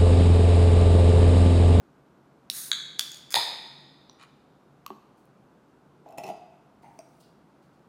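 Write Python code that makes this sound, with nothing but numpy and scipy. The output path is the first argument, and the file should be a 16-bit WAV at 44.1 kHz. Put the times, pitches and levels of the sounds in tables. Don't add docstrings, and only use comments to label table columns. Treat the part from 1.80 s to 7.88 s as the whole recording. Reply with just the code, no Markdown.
import sys
import numpy as np
from scipy import signal
from scipy.fft import rfft, irfft
from scipy.io import wavfile

SR = 44100
rng = np.random.default_rng(int(sys.argv[2]) if len(sys.argv) > 2 else 0)


def transcribe(u):
    v = np.clip(np.atleast_2d(u).T, -1, 1)
    q = np.round(v * 32767).astype(np.int16)
    wavfile.write(sys.argv[1], SR, q)


def field_ratio(decibels):
    return 10 ** (np.asarray(decibels, dtype=float) / 20)


N = 268128

# (pitch [Hz], level per Hz [dB])
HUM_COLOUR = [(18, -50), (30, -28), (65, -9.5), (101, -14), (135, -1.5), (306, -3), (493, -9), (904, -11.5),
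              (1150, -13.5), (1500, -17), (1750, -24), (2670, -28.5), (9480, -41), (14800, -45.5),
              (15300, -64)]

# (time [s], peak level [dB], burst length [ms], level sent to the room [dB])
SEAL = [
    (0.6999, -11, 2, -7),
]
SEAL_RING = [(1283, 560, -31.5), (2330, 1400, -18.5), (3840, 570, 6), (5400, 841, -4.5), (6123, 600, -11.5),
             (7600, 750, -21), (8800, 900, -7.5), (10500, 2200, -14), (12910, 1400, -16.5)]
LEVER = [
    (0.9158, -6, 0.92, 0.0054),
]
LEVER_RING = [(1250, 410, -14), (1620, 200, -5.5), (2200, 310, -12), (3400, 200, 2.5), (3870, 180, 4.5),
              (4410, 270, -4.5), (6360, 600, -13.5), (6900, 600, -14), (7600, 550, -17.5),
              (9780, 2500, -26)]
SCORE = [
    (1.1936, -8.5, 3.2, -3.9),
]
SCORE_RING = [(990, 600, -19), (1740, 390, -11), (2680, 720, -19), (3470, 220, 5), (3820, 550, -10),
              (4610, 470, -3), (5650, 700, -8.5), (6670, 702, -10.5), (7630, 700, -13.5),
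              (8670, 480, -12.5), (10414, 1800, -14), (14000, 2300, -24)]
# (time [s], peak level [dB])
CRACKLE = [
    (1.1893, -30),
    (1.307, -42),
    (1.3175, -26),
    (1.345, -30),
    (1.3708, -35),
]
CRACKLE_RING = [(2000, 900, -8.5), (3450, 780, -7.5), (5030, 900, -5), (6700, 400, 7), (8370, 490, -2.5),
                (10870, 2000, -12), (14660, 1800, -14)]

# (time [s], swell [s], hold [s], peak level [dB], sag [dB/s])
JET = [
    (.705, .001, 0.021, -39.5, 675),
    (.723, 0.051, .106, -36.5, 54.5),
    (1.215, .001, .12, -49, 163),
    (1.343, 0.00088, 0.099, -56, 210.5),
]
JET_COLOUR = [(410, -49.5), (700, -18.5), (886, -24.5), (1060, -17), (1600, -5.5), (2880, -18.5),
              (3790, -2), (5920, -5.5), (6570, 0.5), (7200, -7), (9110, 2.5), (15200, -4), (16000, -7)]

# (delay [s], level [dB], smear [ms])
WALLS = [
    (.0100, -10.5, 2.3),
    (0.0153, -7.5, 1.2),
]
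# (pitch [Hz], time [s])
DECAY = [(150, 0.65), (500, 0.69), (1000, .7), (2500, 0.8), (4500, 0.68), (8000, 0.46), (15000, 0.31)]

# (time [s], peak level [dB])
CREAK = [(1.5058, -30.5), (1.509, -35), (1.514, -30.5), (1.519, -34), (1.5226, -23.5), (1.527, -24.5),
         (1.535, -37), (1.538, -32.5)]
CREAK_RING = [(1200, 1000, -7), (2150, 800, -3.5), (3430, 230, 3), (4900, 630, 3), (6532, 610, 2),
              (7340, 800, -4.5), (9800, 1600, -2.5), (14400, 2500, -12)]
TEAR = [
    (1.542, -6.5, 2, 6.9),
]
TEAR_RING = [(400, 470, -13), (596, 580, -8), (880, 220, -1.5), (1289, 320, -23), (1870, 210, -8.5),
             (2412, 400, -12), (3580, 360, -0.5), (4270, 460, -5.5), (4950, 530, -6.5), (6500, 550, -18),
             (8600, 2400, -15.5), (10800, 3700, -19), (13400, 2500, -21)]
POP = [
    (1.5655, -15.5, 4.7, -3.7),
    (1.571, -23, 6.6, -5),
    (1.584, -24, 3.0, -7),
]
POP_RING = [(100, 45, -12), (243, 167, -17.5), (418, 200, -14), (640, 200, -17), (837.6, 90, 4.5),
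            (955, 110, 2), (1865, 120.7, -9)]

SPARK = [(2.3305, -64, 1.0, -6), (2.4298, -51, 1.0, -6), (2.008, -63, 1.0, -6), (3.4545, -59, 1.5, -6)]
SPARK_RING = [(3000, 430, 4), (7500, 1500, 0), (9800, 1300, 11), (12800, 1300, -12), (15000, 1200, -8)]
TICK = [
    (2.2964, -38, 1, -6),
]
TICK_RING = [(970, 230, 2), (3900, 560, 1.5), (5820, 240, -1.5), (6860, 350, -17), (11900, 320, -40)]
# (time [s], swell [s], hold [s], peak level [dB], sag [dB/s])
DRAG = [
    (2.385, 0.022, 0.029, -50.5, -40),
]
DRAG_RING = [(1130, 280, 3.5), (1960, 310, -5.5), (2425, 200, -2), (2980, 240, -6), (3900, 450, -5.5),
             (5000, 1500, -24), (6800, 830, -17.5), (9000, 1500, -21)]

TAB = [
    (3.0635, -24.5, 1.43, -8.5),
]
TAB_RING = [(1140, 123, 12), (2670, 640, -5.5), (4220, 710, -8), (5370, 1400, -11), (7060, 1500, -8.5),
            (9900, 1500, -21), (12340, 1000, -10.5)]
KNOCK = [
    (3.1038, -28, 0.5, -6.5),
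]
KNOCK_RING = [(152, 21, -6), (212.5, 11.5, 5), (278, 46, -1.5), (383, 40, 4.5), (800, 260, -4),
              (1147, 98, -3), (2650, 700, -27.5)]

# (time [s], hold [s], airy level [dB], sag [dB/s], duller part above airy [dB])
RUSTLE = [(3.37, 0.088, -74, 148, -9), (5.021, 0.016, -69, 600, -3), (5.044, 0.35, -77.5, -5, -7),
          (5.4, .014, -61.5, 700, -5), (5.425, .18, -72.5, 147, 4.5), (5.82, 0.097, -78, 201, -0.5),
          (5.929, 0.1, -82.5, 160.5, 3.5)]
AIR_COLOUR = [(3000, -36), (6000, -3), (9000, 1.5), (14000, -9), (16000, 1.5)]
RUSTLE_COLOUR = [(880, -9), (1500, -20), (2540, -31), (2770, 3), (3030, -6), (4690, 2), (6890, -14.5),
                 (14900, -43), (16000, -33)]

# (time [s], swell [s], hold [s], peak level [dB], sag [dB/s])
SLIDE = [
    (4.256, 0.0037, 0.097, -38.5, 22),
    (4.374, 0.0085, 0.039, -25, 300),
    (4.428, 0.0052, 0.064, -31, -87),
]
SLAB_RING = [(146, 49, -10.5), (205.3, 15, -3), (294, 85, -11), (417, 75, -5.5), (542, 140, -14),
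             (637, 66, 2), (662, 44.5, 8.5), (727, 40, 3.5), (827, 69, 1), (870, 150, -10.5),
             (1080, 184, -16.5)]
GRIT_RING = [(1330, 140, 1.5), (1990, 170, 1), (2600, 420, 2), (3530, 1030, -8.5), (4500, 2100, -15),
             (6400, 1400, -8), (9600, 1400, -14), (13500, 2000, -18)]
JOLT = [
    (4.26, -41, 1.7, -10),
    (4.382, -31.5, 4.6, -15),
    (4.434, -42, 1.5, 4),
]
# (time [s], middle notes level [dB], high notes level [dB])
CATCH = [(4.2885, -62, -67), (4.3080, -72, -67), (4.3238, -61, -66), (4.3758, -63, -59), (4.3829, -41, -44),
         (4.4362, -46.5, -53), (4.4407, -44.5, -57), (4.467, -48, -57), (4.4766, -56, -57),
         (4.4885, -55, -54)]
# (pitch [Hz], level [dB], time to die by 60 dB [s])
GLASS = [(2140, -26, 0.01), (2594, 0, 0.018), (3260, -14, 0.007), (4150, -3, 0.0063), (5350, -14, 0.076),
         (5960, -3.5, 0.0065), (7180, 2.5, 0.0064), (7900, -7.5, .006), (9200, -10, 0.018),
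         (10230, -10, 0.024), (11700, -12, 0.0048), (12400, -10, 0.014), (14100, -3, .012),
         (14760, -8, 0.017)]

# (time [s], swell [s], hold [s], peak level [dB], sag [dB/s])
LIFT = [
    (5.03, .001, 0.017, -56.5, 304),
    (5.035, .008, 0.069, -63, 100),
]
LIFT_RING = [(724, 170, -1), (887, 89, 5.5), (2010, 480, -14.5), (4700, 56, -23), (5330, 41, -28),
             (6130, 250, -24), (8950, 74, -21), (9780, 37, -31)]
CLINK = [
    (5.19, -35, 2.3, -4.5),
]
CLINK_RING = [(300, 160, 2), (658, 45, 15), (840, 77, 6), (2270, 450, -8.5), (4770, 72, -2.5),
              (5760, 460, -5), (8600, 550, -11.5), (10300, 740, -34)]


def rms_one(x):
    return x / np.sqrt(np.mean(x ** 2) + 1e-30)


def at_hz(points, hz):
    table_hz, values = np.transpose(points)
    return np.interp(np.log(np.maximum(hz, 1)), np.log(table_hz), values)


def coloured(colour):
    hz = np.arange(N // 2 + 1) * SR / N
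    spectrum = rfft(rng.standard_normal(N)) * field_ratio(at_hz(colour, hz))
    return rms_one(irfft(spectrum, N))


def envelope(strokes, release_db_per_s):
    t, out = np.arange(N) / SR, np.zeros(N)
    for start, swell, hold, peak_db, sag in strokes:
        held = t - start - swell
        fall_db = sag * np.clip(held, 0, hold) + release_db_per_s * np.clip(held - hold, 0, 1)
        rise = np.sqrt(np.clip((t - start) / max(swell, 1 / SR), 0, 1))
        out += rise * field_ratio(peak_db - fall_db) * (held < hold + 1)
    return out


def resonate(x, hz, width_hz):
    r = np.exp(-np.pi * min(width_hz, 5000) / SR)
    gain = (1 - r * r) / 2
    return signal.lfilter([gain, 0, -gain], [1, -2 * r * np.cos(2 * np.pi * hz / SR), r * r], x)


def resonate_twice(x, hz, first_width_hz, second_width_hz):
    x = x + 1e-18
    return resonate(resonate(x, hz, first_width_hz), hz, second_width_hz)


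def body(x, peaks):
    out = 0
    for k, (hz, width_hz, level_db) in enumerate(peaks):
        note = resonate_twice(x, hz, 1.55 * width_hz, 1.55 * width_hz)
        out = out + (-1) ** k * field_ratio(level_db) * note
    return out


def blows(events, peaks, crack_db, rough=0.06):
    out, t = np.zeros((2, N + SR)), np.arange(SR // 4) / SR
    for start, peak_db, burst_ms, room_db in events:
        ragged, hiss = rng.standard_normal((2, len(t))) * np.exp(-1000 * t / burst_ms)
        ring = body((t == 0) + rough * ragged, peaks)
        crack = field_ratio(crack_db) * np.diff(hiss, prepend=0)
        sound = ring / np.abs(ring).max() + crack
        at = round(start * SR)
        out[:, at:at + len(t)] += field_ratio([[peak_db], [peak_db + room_db]]) * sound
    return out[:, :N]


def grains(per_s, spread_db):
    sizes = field_ratio(spread_db * np.minimum(rng.exponential(1, N), 4)) * rng.choice([-1, 1], N)
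    return rms_one(sizes * (rng.random(N) < per_s / SR))


def scrape(gain, peaks, per_s, spread_db, shift_db, room_db):
    slips = grains(per_s, spread_db)
    sound = body(slips * gain, peaks) / np.std(body(slips, peaks))
    return sound * field_ratio([[shift_db], [shift_db + room_db]])


def hum():
    motor_hz, width_hz = 141.8, 5.3
    tone = rms_one(resonate_twice(rng.standard_normal(N), motor_hz, width_hz, width_hz))
    return field_ratio(-59) * coloured(HUM_COLOUR) + field_ratio(-69.5) * tone


def ring_pull_snaps():
    snaps = blows(SEAL, SEAL_RING, crack_db=-21)
    snaps += blows(LEVER, LEVER_RING, crack_db=-36)
    snaps += blows(SCORE, SCORE_RING, crack_db=-21.5)
    burst_ms, room_db = 1.5, -4
    crackles = [(start, db, burst_ms, room_db) for start, db in CRACKLE]
    return snaps + blows(crackles, CRACKLE_RING, crack_db=-24)


def gas_jet():
    spit = 0.05 * np.sqrt(signal.lfilter([1], [1, -0.97], grains(per_s=300, spread_db=0) ** 2))
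    jet = coloured(JET_COLOUR) * (1 + spit) * envelope(JET, release_db_per_s=349.5)
    return jet * field_ratio([[-2.5], [-6.5]])


def room(x):
    t = np.arange(2 * SR) / SR
    edges = 60 * 2 ** np.arange(0, 8.6, 0.5)
    white, wash = rng.standard_normal((2, len(t))), 0
    for k, (low, high) in enumerate(zip(edges, edges[1:])):
        band_filter = signal.butter(2, [low, min(high, 0.45 * SR)], "band", fs=SR, output="sos")
        band = signal.sosfilt(band_filter, white[k % 2])
        fall_db = 60 * t / at_hz(DECAY, np.sqrt(low * high))
        late = field_ratio(-16.5 - fall_db / 2.4)
        wash = wash + band * (field_ratio(-fall_db) + late)
    response = wash * field_ratio(-36.5) * np.clip((t - 0.0069) / 0.0037, 0, 1)
    for lag, echo_db, smear_ms in WALLS:
        fade = (t >= lag) * np.exp(-1000 * np.abs(t - lag) / smear_ms)
        scatter = rng.standard_normal(len(t))
        response += field_ratio(echo_db) * scatter * fade / np.sqrt(np.sum(fade ** 2))
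    return signal.fftconvolve(x, response)[:N]


def lid_tearing():
    burst_ms, room_db = 2, -1.5
    creaks = [(start, db, burst_ms, room_db) for start, db in CREAK]
    sound = blows(creaks, CREAK_RING, crack_db=-12.5)
    sound += blows(TEAR, TEAR_RING, crack_db=-25)
    return sound + blows(POP, POP_RING, crack_db=-42)


def finger_touches():
    touches = blows(SPARK, SPARK_RING, crack_db=-6) + blows(TICK, TICK_RING, crack_db=-29)
    stroke = envelope(DRAG, release_db_per_s=800)
    return touches + scrape(stroke, DRAG_RING, per_s=2500, spread_db=3, shift_db=-4, room_db=-4.5)


def tab_pressed_back():
    return blows(TAB, TAB_RING, crack_db=-20, rough=0.16) + blows(KNOCK, KNOCK_RING, crack_db=-50)


def rustle():
    swell = 0.0091
    airy_strokes = [(start, swell, hold, db, sag) for start, hold, db, sag, _ in RUSTLE]
    dull_strokes = [(start, swell, hold, db + dull_db, sag) for start, hold, db, sag, dull_db in RUSTLE]
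    airy = coloured(AIR_COLOUR) * envelope(airy_strokes, release_db_per_s=904)
    duller = coloured(RUSTLE_COLOUR) * envelope(dull_strokes, release_db_per_s=900)
    return (airy + duller) * field_ratio([[0], [-4]])


def glass_sliding():
    pressure = envelope(SLIDE, release_db_per_s=498)
    slab = scrape(pressure, SLAB_RING, per_s=4000, spread_db=3.5, shift_db=-11.5, room_db=-3)
    slab += blows(JOLT, np.array(SLAB_RING) * [1, 3, 1], crack_db=-40)
    grit = scrape(pressure ** 1.684, GRIT_RING, per_s=2200, spread_db=3, shift_db=-8, room_db=-2.5)
    freed = np.clip((np.arange(N) / SR - 4.46) / 0.04, 0, 1)
    bowl = field_ratio(29) * resonate_twice(grit[0] * freed, 4893, 6, 60)
    return slab + grit + bowl * field_ratio([[0], [-9]])


def glass_catches():
    start, middle_db, high_db = np.transpose(CATCH)
    out = 0
    for hz, level_db, t60 in GLASS:
        width_hz = 3 * np.log(10) / np.pi / t60
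        strength_db = high_db if hz > 6500 else middle_db
        varied_db = 3 * rng.normal(0, 1, len(start))
        clicks = np.zeros(N)
        clicks[(start * SR).astype(int)] = field_ratio(strength_db + level_db + varied_db)
        clicks *= SR / np.pi / width_hz
        out = out + resonate_twice(clicks, hz, width_hz, 8 * width_hz)
    return out * field_ratio([[0], [-9]])


def lifting():
    stroke = envelope(LIFT, release_db_per_s=800)
    scraping = scrape(stroke, LIFT_RING, per_s=3000, spread_db=0, shift_db=3, room_db=4.5)
    return scraping + blows(CLINK, CLINK_RING, crack_db=-24)


def scene():
    can = ring_pull_snaps() + gas_jet() + lid_tearing() + finger_touches() + tab_pressed_back()
    direct, sent = can + rustle() + glass_sliding() + glass_catches() + lifting()
    return np.tile(direct + room(sent) + hum(), (2, 1))


def band_limit(x):
    return signal.sosfilt(signal.butter(12, 16900, fs=SR, output="sos"), x)


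def record(dry):
    top_cut = signal.cheby2(10, 50, 16750, fs=SR, output="sos")
    return band_limit(signal.sosfilt(top_cut, dry))


dry = scene()
out = record(dry)
transcribe(out)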